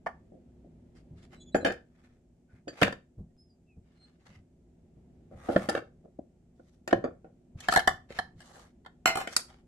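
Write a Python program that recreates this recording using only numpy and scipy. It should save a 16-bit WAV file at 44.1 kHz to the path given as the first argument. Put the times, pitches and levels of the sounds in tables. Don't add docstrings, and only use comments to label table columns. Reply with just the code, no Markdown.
import sys
import numpy as np
from scipy import signal
from scipy.fft import rfft, irfft, next_fast_len
from scipy.io import wavfile
from scipy.ndimage import map_coordinates

SR = 44100
rng = np.random.default_rng(int(sys.argv[2]) if len(sys.argv) > 2 else 0)


def file_out(sig):
    cols = np.atleast_2d(sig).T
    lim = np.clip(cols, -1, 1)
    pcm = np.round(lim * 32767).astype(np.int16)
    wavfile.write(sys.argv[1], SR, pcm)


N = 426447
EVENT_N, LEAD_N = SR // 2, SR // 100
EVENT_TIME_S = (np.arange(EVENT_N) - LEAD_N) / SR


def amp(db):
    return 10 ** (np.asarray(db) / 20)


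def unit(x):
    return x / np.sqrt(np.mean(x ** 2) + 1e-20)


def along(points, hz):
    knots_hz, values = np.transpose(points)
    return np.interp(np.log(hz + 1), np.log(knots_hz + 1), values)


def wobble(per_s, size=EVENT_N):
    knots = rng.standard_normal(int(size * per_s / SR) + 4)
    return map_coordinates(knots, [np.arange(size) * per_s / SR], order=2)


def filtered(x, response):
    n = x.shape[-1]
    padded = next_fast_len(n + 4096)
    return irfft(rfft(x, padded) * response(np.fft.rfftfreq(padded, 1 / SR)), padded)[..., :n]


def shaped(x, curve_db):
    return filtered(x, lambda hz: amp(along(curve_db, hz)))


# frequency in Hz, side minus mid in dB.
STEREO_WIDTH = [(60, -20), (230, -18), (330, -8), (700, -5.5), (1300, -2), (2500, 0), (10000, 0)]
def spread(pair):
    side = shaped(pair[1], STEREO_WIDTH)
    return np.array([pair[0] + side, pair[0] - side])


def noise(curve_db):
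    return unit(spread(shaped(rng.standard_normal((2, N)), curve_db)))


def place(events):
    track = np.zeros((2, N))
    for start_s, sound in events:
        start = round(start_s * SR) - LEAD_N
        track[:, start:start + sound.shape[-1]] += sound[..., :N - start]
    return track


def fade(t60_s, attack_s):
    t = np.maximum(EVENT_TIME_S, 0)
    return (1 - np.exp(-(t / attack_s) ** 2)) * amp(-60 * t / t60_s)


def body(modes, hz, base_db, ripple_db, corner_hz=1500):
    response = amp(base_db) / (1 + 1j * hz / corner_hz)
    for k, (mode_hz, width_hz, db) in enumerate(modes):
        mode_hz *= rng.normal(1, .012)
        gain = (-1) ** k * amp(rng.normal(db, 2))
        damping = 1j * hz * width_hz
        response += gain * damping / (mode_hz ** 2 - hz ** 2 + damping)
    ripple = map_coordinates(rng.standard_normal(SR // 100), [hz / 160], order=2)
    ripple *= np.clip(hz / 3000, 0, 1)
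    log_gain = np.log(amp(ripple_db * np.tanh(ripple)))
    upper_modes = np.exp(np.conj(signal.hilbert(log_gain)))
    rolloff_db = [(30, -10), (115, -7.5), (190, -3.5), (8000, -1.5), (11000, -5.5), (13000, -10)]
    return response * upper_modes * amp(along(rolloff_db, hz))


def contacts(table, t60_s, settle_s, settle_t60_s):
    return [[(start_s, db, hardness_db, t60_s),
             (start_s + settle_s, db + settle_db, hardness_db, settle_t60_s)]
            for start_s, db, hardness_db, settle_db in table]


BAND_EDGES_HZ = [90, 450, 1100, 3200, 13500]
def blows(landings, bands, modes, base_db, attack_s, treble_damping):
    hz = np.fft.rfftfreq(EVENT_N, 1 / SR)
    limits_hz = list(zip(BAND_EDGES_HZ, BAND_EDGES_HZ[1:]))
    centres_hz = np.sqrt(np.prod(limits_hz, axis=1))
    treble_share = hz ** 2 / (hz ** 2 + 3000 ** 2)
    width = amp(along(STEREO_WIDTH, hz))
    offset_db, hardness_slope = np.transpose(bands)
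    events = []
    for landing in landings:
        colour = body(modes, hz, base_db, ripple_db=8)
        for start_s, db, hardness_db, t60_s in landing:
            chatter = rng.standard_normal((2, EVENT_N)) * amp(3.5 * wobble(per_s=200))
            bulk = rfft(chatter * fade(t60_s, attack_s))
            treble = rfft(chatter * fade(t60_s / treble_damping, attack_s * .8))
            mid, side = colour * (bulk * (1 - treble_share) + treble * treble_share)
            spectrum = np.array([mid + width * side, mid - width * side])
            target_db = db + offset_db + hardness_db * hardness_slope
            for _ in range(3):
                power = np.mean(abs(spectrum) ** 2, axis=0) * 2 / EVENT_N / (.02 * SR)
                band_db = [10 * np.log10(power[(hz >= lo) & (hz < hi)].sum()) for lo, hi in limits_hz]
                spectrum *= amp(along(np.c_[centres_hz, target_db - band_db], hz))
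            events.append((start_s, irfft(spectrum, EVENT_N)))
    return place(events)


def ring(modes, roughness):
    sound = np.zeros((2, EVENT_N))
    for hz, db, t60_s in modes:
        stereo_phase = amp(along(STEREO_WIDTH, hz)) * rng.uniform(-np.pi, np.pi, (2, 1))
        phase = rng.uniform(0, 2 * np.pi) + stereo_phase + roughness * wobble(180 * roughness)
        beating = amp(3 * roughness * wobble(180 * roughness))
        partial = np.sin(2 * np.pi * hz * EVENT_TIME_S + phase)
        sound += amp(rng.normal(db, .71)) * beating * partial * fade(t60_s, attack_s=.00019)
    return sound


def thump(t60_s):
    curve_db = [(30, -11), (80, 1), (165, -.5), (280, -17.5), (700, -30.5), (2000, -67)]
    push = unit(shaped(rng.standard_normal(EVENT_N), curve_db))
    return amp(6) * push * fade(t60_s, attack_s=.016)


# time in seconds, relative gain in dB.
HUM_GAIN = [(0, -54), (1.45, -51.5), (1.95, -58.5), (3.7, -60), (4.6, -57.5), (5.25, -52.5), (6.3, -58),
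            (8, -55.5), (9.67, -56.5)]
# frequency in Hz, relative density in dB.
HUM_SPECTRUM = [(22, -17.5), (60, 0), (110, -7), (245, -5.5), (300, -14), (365, -10.5), (450, -20),
                (700, -23), (1060, -41), (2300, -44.5), (13000, -65)]
# frequency in Hz, relative level in dB.
HUM_TONES = [(164, -6), (246, -5.5), (356, -12)]
def hum():
    t = np.arange(N) / SR
    tones = sum(amp(db) * np.sin(2 * np.pi * hz * t + .29 * wobble(5.9, N)) for hz, db in HUM_TONES)
    gain_db = np.interp(t, *np.transpose(HUM_GAIN))
    return amp(gain_db - 5) * (noise(HUM_SPECTRUM) + tones)


# frequency in Hz, relative density in dB.
HISS_SPECTRUM = [(100, -0.5), (1500, -1), (4000, -5), (7500, 3), (13000, -14.5)]
def hiss():
    return amp(-88) * noise(HISS_SPECTRUM)


# start in seconds, level in dB, hardness in dB, settling offset in dB.
CUP_TAPS = [(.0615, -33, 0, -20)]
# offset in dB, dB per dB of hardness.
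CUP_BANDS = [(-14, 0), (1, 0), (-2, 0), (-26, 0)]
# frequency in Hz, width in Hz, gain in dB.
CUP_MODES = [(720, 220, 0), (1080, 260, 0), (1750, 260, -4), (3240, 400, -22), (4360, 500, -30)]
def cup_tap():
    landings = contacts(CUP_TAPS, t60_s=.067, settle_s=.017, settle_t60_s=.088)
    return blows(landings, CUP_BANDS, CUP_MODES, base_db=-45.5, attack_s=.00059, treble_damping=1)


# start in seconds, level in dB, hardness in dB, settling offset in dB.
KNOCKS = [(0.319, -58, -26, 3), (.645, -61.5, -26, -2), (1.545, -22, 1, -5), (1.628, -40, -11.5, -16),
          (1.647, -25, 7, -1.5), (1.721, -50, 12.5, -8), (2.672, -43, -22.5, -7), (2.679, -52, 11.5, -5),
          (2.814, -32, 10.5, -3), (2.82, -22, 7, -11.5), (2.828, -25.5, 12, -11.5), (2.877, -35, 7.5, -22),
          (2.924, -43.5, 10, -27), (5.312, -56, -7.5, 6), (5.486, -29, -5.5, 1), (5.561, -19, 1, -25),
          (5.687, -28, 5.5, -6), (5.75, -30, 5, -2.5), (6.04, -63, -12, 7.5), (6.188, -42.5, -21, -31),
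          (6.595, -55.5, -3, -15), (6.876, -39, 7, -10), (6.908, -46, 10.5, -9), (6.927, -18, 0.5, -16.5),
          (6.928, -42, 8, -28), (7.04, -30, -2, -4), (7.244, -51.5, -4, -5), (8.103, -47, -5, -24.5),
          (9.273, -41, 11, -11.5)]
# offset in dB, dB per dB of hardness.
WORKTOP_BANDS = [(-2.5, -0.21), (-1, 0), (-10.5, 1.1872), (-30, 2)]
# frequency in Hz, width in Hz, gain in dB.
WORKTOP_MODES = [(320, 130, -4), (410, 50, -5), (526, 240, 2), (790, 180, -1), (1380, 200, -8),
                 (1840, 130, -7), (3000, 500, -24), (3850, 400, -17), (4400, 700, -19), (5300, 300, -27)]
def worktop_knocks():
    landings = contacts(KNOCKS, t60_s=.05, settle_s=.01, settle_t60_s=.19)
    return blows(landings, WORKTOP_BANDS, WORKTOP_MODES,
                 base_db=-11.5, attack_s=.0009, treble_damping=1.7)


def worktop_shudder():
    return place((start_s, amp(db - 26) * thump(t60_s=.39)) for start_s, db, _, _ in KNOCKS + TIN_HITS)


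# frequency in Hz, width in Hz, gain in dB.
RUB_MODES = [(485, 140, -2.5), (780, 130, 5), (1250, 220, -4), (2150, 500, 0)]
def rub(centre_hz):
    catches = amp(3.2 * wobble(45) + 3.2 * wobble(700))
    texture_db = [(.035 * centre_hz, -20), (.084 * centre_hz, -6), (centre_hz, 0), (4 * centre_hz, -14)]

    def surface(hz):
        resonances = body(RUB_MODES, hz, base_db=-7, ripple_db=6, corner_hz=6400)
        return amp(along(texture_db, hz)) * resonances

    def spot():
        friction = spread(rng.standard_normal((2, EVENT_N))) * catches
        return unit(filtered(friction, surface))

    here, there = spot(), spot()
    wander = wobble(14)
    return np.cos(wander) * here + np.sin(wander) * there


# start in seconds, length in seconds, level in dB, centre in Hz.
STROKES = [(0.943, 0.082, -68.5, 4650), (1.153, 0.13, -64, 4170), (1.296, 0.1, -60, 2150),
           (1.857, 0.38, -73.5, 2150), (2.474, 0.16, -73, 1500), (2.707, 0.2153, -52.5, 2345),
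           (3.811, 0.41, -74.5, 2818), (4.188, 0.23, -62.5, 2790), (5.302, 0.81, -50, 970),
           (5.438, 0.23, -45.5, 1377), (6.546, 0.27, -78, 6600), (7.565, 0.26, -52, 3510),
           (7.706, 0.035, -33, 5350), (8.086, 0.13, -47, 2630), (8.353, 0.37, -61, 5500),
           (8.388, 0.32, -58, 750), (9.274, 0.15, -46, 5800), (9.417, 0.21, -61, 2090)]
def rustle():
    events = []
    for start_s, length_s, db, centre_hz in STROKES:
        swell = np.sin(np.pi * np.clip(EVENT_TIME_S / length_s, 0, 1))
        events.append((start_s, amp(db) * rub(centre_hz) * swell))
    return place(events)


# start in seconds, relative level in dB, T60 in seconds.
BUMPS = [(1.093, -52, 0.48), (2.518, -50.5, 0.2), (3.17, -38, 0.21), (3.76, -40.5, 0.1),
         (4.279, -51.5, 0.28), (4.35, -50, 0.2), (4.958, -50, 0.2), (5.326, -51.5, 0.3),
         (7.545, -34.5, 0.086), (8.341, -51.5, 0.22)]
def bumps():
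    return place((start_s, amp(db) * thump(t60_s)) for start_s, db, t60_s in BUMPS)


# start in seconds, length in seconds, first and last pitch in Hz,
# level in dB, octave offset in dB.
SQUEAKS = [(1.345, .11, 4000, 3980, -68, -9), (1.398, .05, 3440, 3400, -63, -2),
           (1.458, .05, 3460, 3410, -59, -3), (1.518, .03, 3950, 4000, -61, -14),
           (1.603, .045, 4060, 4020, -56, -14), (2.485, .05, 1520, 1460, -66, -30),
           (3.37, .13, 5070, 5160, -68, -20), (3.49, .07, 4950, 4730, -73, -25),
           (3.66, .11, 2720, 2380, -75, -30), (3.95, .16, 4180, 4220, -67, -17)]
def squeaks():
    events = []
    for start_s, length_s, first_hz, last_hz, db, octave_db in SQUEAKS:
        progress = np.clip(EVENT_TIME_S / length_s, 0, 1)
        rasp_hz = 42 * wobble(700)
        hz = first_hz + (last_hz - first_hz) * progress + rasp_hz
        grip = amp(5 * wobble(45)) * np.sin(np.pi * progress)
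        phase = 2 * np.pi * np.cumsum(hz) / SR
        whistle = np.sin(phase) + amp(octave_db) * np.sin(2 * phase)
        events.append((start_s, amp(db) * grip * whistle))
    return place(events)


# start in seconds, level in dB.
TINGS = [(1.551, -41.5), (1.653, -47)]
# frequency in Hz, gain in dB, T60 in seconds.
TING_PARTIALS = [(7050, 0, .15), (11100, -10, .1)]
def cup_tings():
    return place((start_s, amp(db) * ring(TING_PARTIALS, roughness=1.2)) for start_s, db in TINGS)


# start in seconds, level in dB.
JINGLES = [(2.682, -40), (7.041, -55.5)]
# frequency in Hz, gain in dB, T60 in seconds.
UTENSIL_PARTIALS = [(2570, -3, .04), (4660, 0, .1), (6530, -8, .07), (7270, -7, .07)]
def utensil_jingles():
    return place((start_s, amp(db) * ring(UTENSIL_PARTIALS, roughness=1.4)) for start_s, db in JINGLES)


# start in seconds, level in dB.
BOOMS = [(2.825, -22.5), (5.564, -25), (6.93, -31.5)]
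# frequency in Hz, gain in dB, T60 in seconds.
BOOM_PARTIALS = [(200, 0, .17), (518, -2, .13)]
def worktop_booms():
    return place((start_s, amp(db) * ring(BOOM_PARTIALS, roughness=.6)) for start_s, db in BOOMS)


# start in seconds, level in dB, hardness in dB, settling offset in dB.
SNAPS = [(5.688, -42.5, -1, 7.5), (6.876, -46, -2.5, -8.5), (9.364, -20, 0, -11.5)]
# offset in dB, dB per dB of hardness.
SNAP_BANDS = [(-27.5, 0), (-21, 0), (-12.5, 0), (-2.5, 0)]
# frequency in Hz, width in Hz, gain in dB.
SNAP_MODES = [(1188, 510, -20), (2950, 400, -14), (4200, 700, -2), (5350, 1100, -2), (7300, 1600, -1),
              (8700, 900, -2), (11000, 1500, -4)]
def snaps():
    landings = contacts(SNAPS, t60_s=.028, settle_s=.006, settle_t60_s=.05)
    return blows(landings, SNAP_BANDS, SNAP_MODES, base_db=-8, attack_s=.001, treble_damping=2)


# start in seconds, level in dB, hardness in dB, settling offset in dB.
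TIN_HITS = [(7.602, -64.5, 21, -22), (7.684, -28, -2.5, -20.5), (7.722, -33.5, 5, -0.5),
            (7.759, -24.5, 0, -2), (7.791, -37, 3.5, -25.5), (7.873, -24, -1, -12),
            (8.187, -33.5, -0.5, -36), (8.403, -64, 9.5, -2.5), (8.847, -67.5, -0.5, 13.5)]
# offset in dB, dB per dB of hardness.
TIN_BANDS = [(-10.5, 0.028), (2, 0.0087), (4, 0.29), (-6.5, 1)]
# frequency in Hz, width in Hz, gain in dB.
TIN_MODES = [(720, 65, 3.5), (1190, 260, -6), (1380, 240, -4), (1740, 150, 4), (2110, 130, -10),
             (3060, 240, -9), (3600, 600, -12), (4350, 600, -12), (5700, 900, -21), (7700, 900, -20),
             (11100, 900, -22)]
def muffin_tin():
    landings = contacts(TIN_HITS, t60_s=.04, settle_s=.013, settle_t60_s=.06)
    return blows(landings, TIN_BANDS, TIN_MODES, base_db=-19, attack_s=.0016, treble_damping=1.4)


# start in seconds, relative level in dB, hardness in dB, settling offset in dB.
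CLINKS = [(9.057, -27, -4, -5.5), (9.154, -33.5, -14.5, 2), (9.184, -46.5, -9, 6)]
# offset in dB, dB per dB of hardness.
BOWL_BANDS = [(-11.5, 0.04), (-1.5, 0.055), (5.5, 0.96), (-9.5, 0.3)]
# frequency in Hz, gain in dB, T60 in seconds.
GLASS_PARTIALS = [(665, -10, .45), (781, -12, .25), (1432, -2, .22), (2082, -5, .36), (2460, -13, .35),
                  (2988, -7, .15), (4177, -9, .22), (4468, -15, .18), (5443, -13, .2), (5900, -11, .09),
                  (6950, -15, .14), (7480, -11, .14), (7750, -14, .14), (8550, -17, .16), (9232, -13, .13),
                  (11390, -12, .12), (11860, -13, .13)]
# frequency in Hz, width in Hz, gain in dB.
BOWL_MODES = [(728, 41, -1.5), (1380, 705, 0), (2640, 950, -8.5), (7300, 1400, -33.5)]
def glass_bowl():
    landings = contacts(CLINKS, t60_s=.029, settle_s=.016, settle_t60_s=.2)
    clacks = blows(landings, BOWL_BANDS, BOWL_MODES, base_db=-15, attack_s=.0014, treble_damping=1.2)
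    ringing = place((start_s, amp(db + hardness_db + 9) * ring(GLASS_PARTIALS, roughness=.5))
                    for landing in landings for start_s, db, hardness_db, _ in landing)
    return amp(3) * clacks + ringing


# frequency in Hz, T60 in seconds.
KITCHEN_DECAY = [(150, .32), (600, .25), (2000, .23), (5000, .24), (12000, .2)]
def kitchen_reverb(x):
    hz, t, spectra = signal.stft(rng.standard_normal((2, SR // 2)), SR, nperseg=256)
    decay = amp(-60 * t / along(KITCHEN_DECAY, hz)[:, None])
    tail = spread(signal.istft(spectra * decay, SR, nperseg=256)[1])
    tail /= np.linalg.norm(tail[0])
    delayed = np.pad(tail, ((0, 0), (SR // 125, 0)))
    wet = signal.fftconvolve(x, delayed, axes=1)[:, :N]
    return shaped(wet, [(150, -12.5), (600, -13), (2000, -13), (8000, -14.5)])


def scene():
    handling = cup_tap() + worktop_knocks() + utensil_jingles() + cup_tings() + worktop_booms()
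    handling += muffin_tin() + glass_bowl() + snaps()
    handling += bumps() + worktop_shudder() + rustle() + squeaks()
    return handling + kitchen_reverb(handling) + hum() + hiss()


def record(dry):
    ceiling, cutoff_hz = .6, 13300
    rounded = dry / (1 + (dry / ceiling) ** 6) ** (1 / 6)
    return filtered(rounded, lambda hz: 1 / np.sqrt(1 + (hz / cutoff_hz) ** 120))


dry = scene()
out = record(dry)
file_out(out)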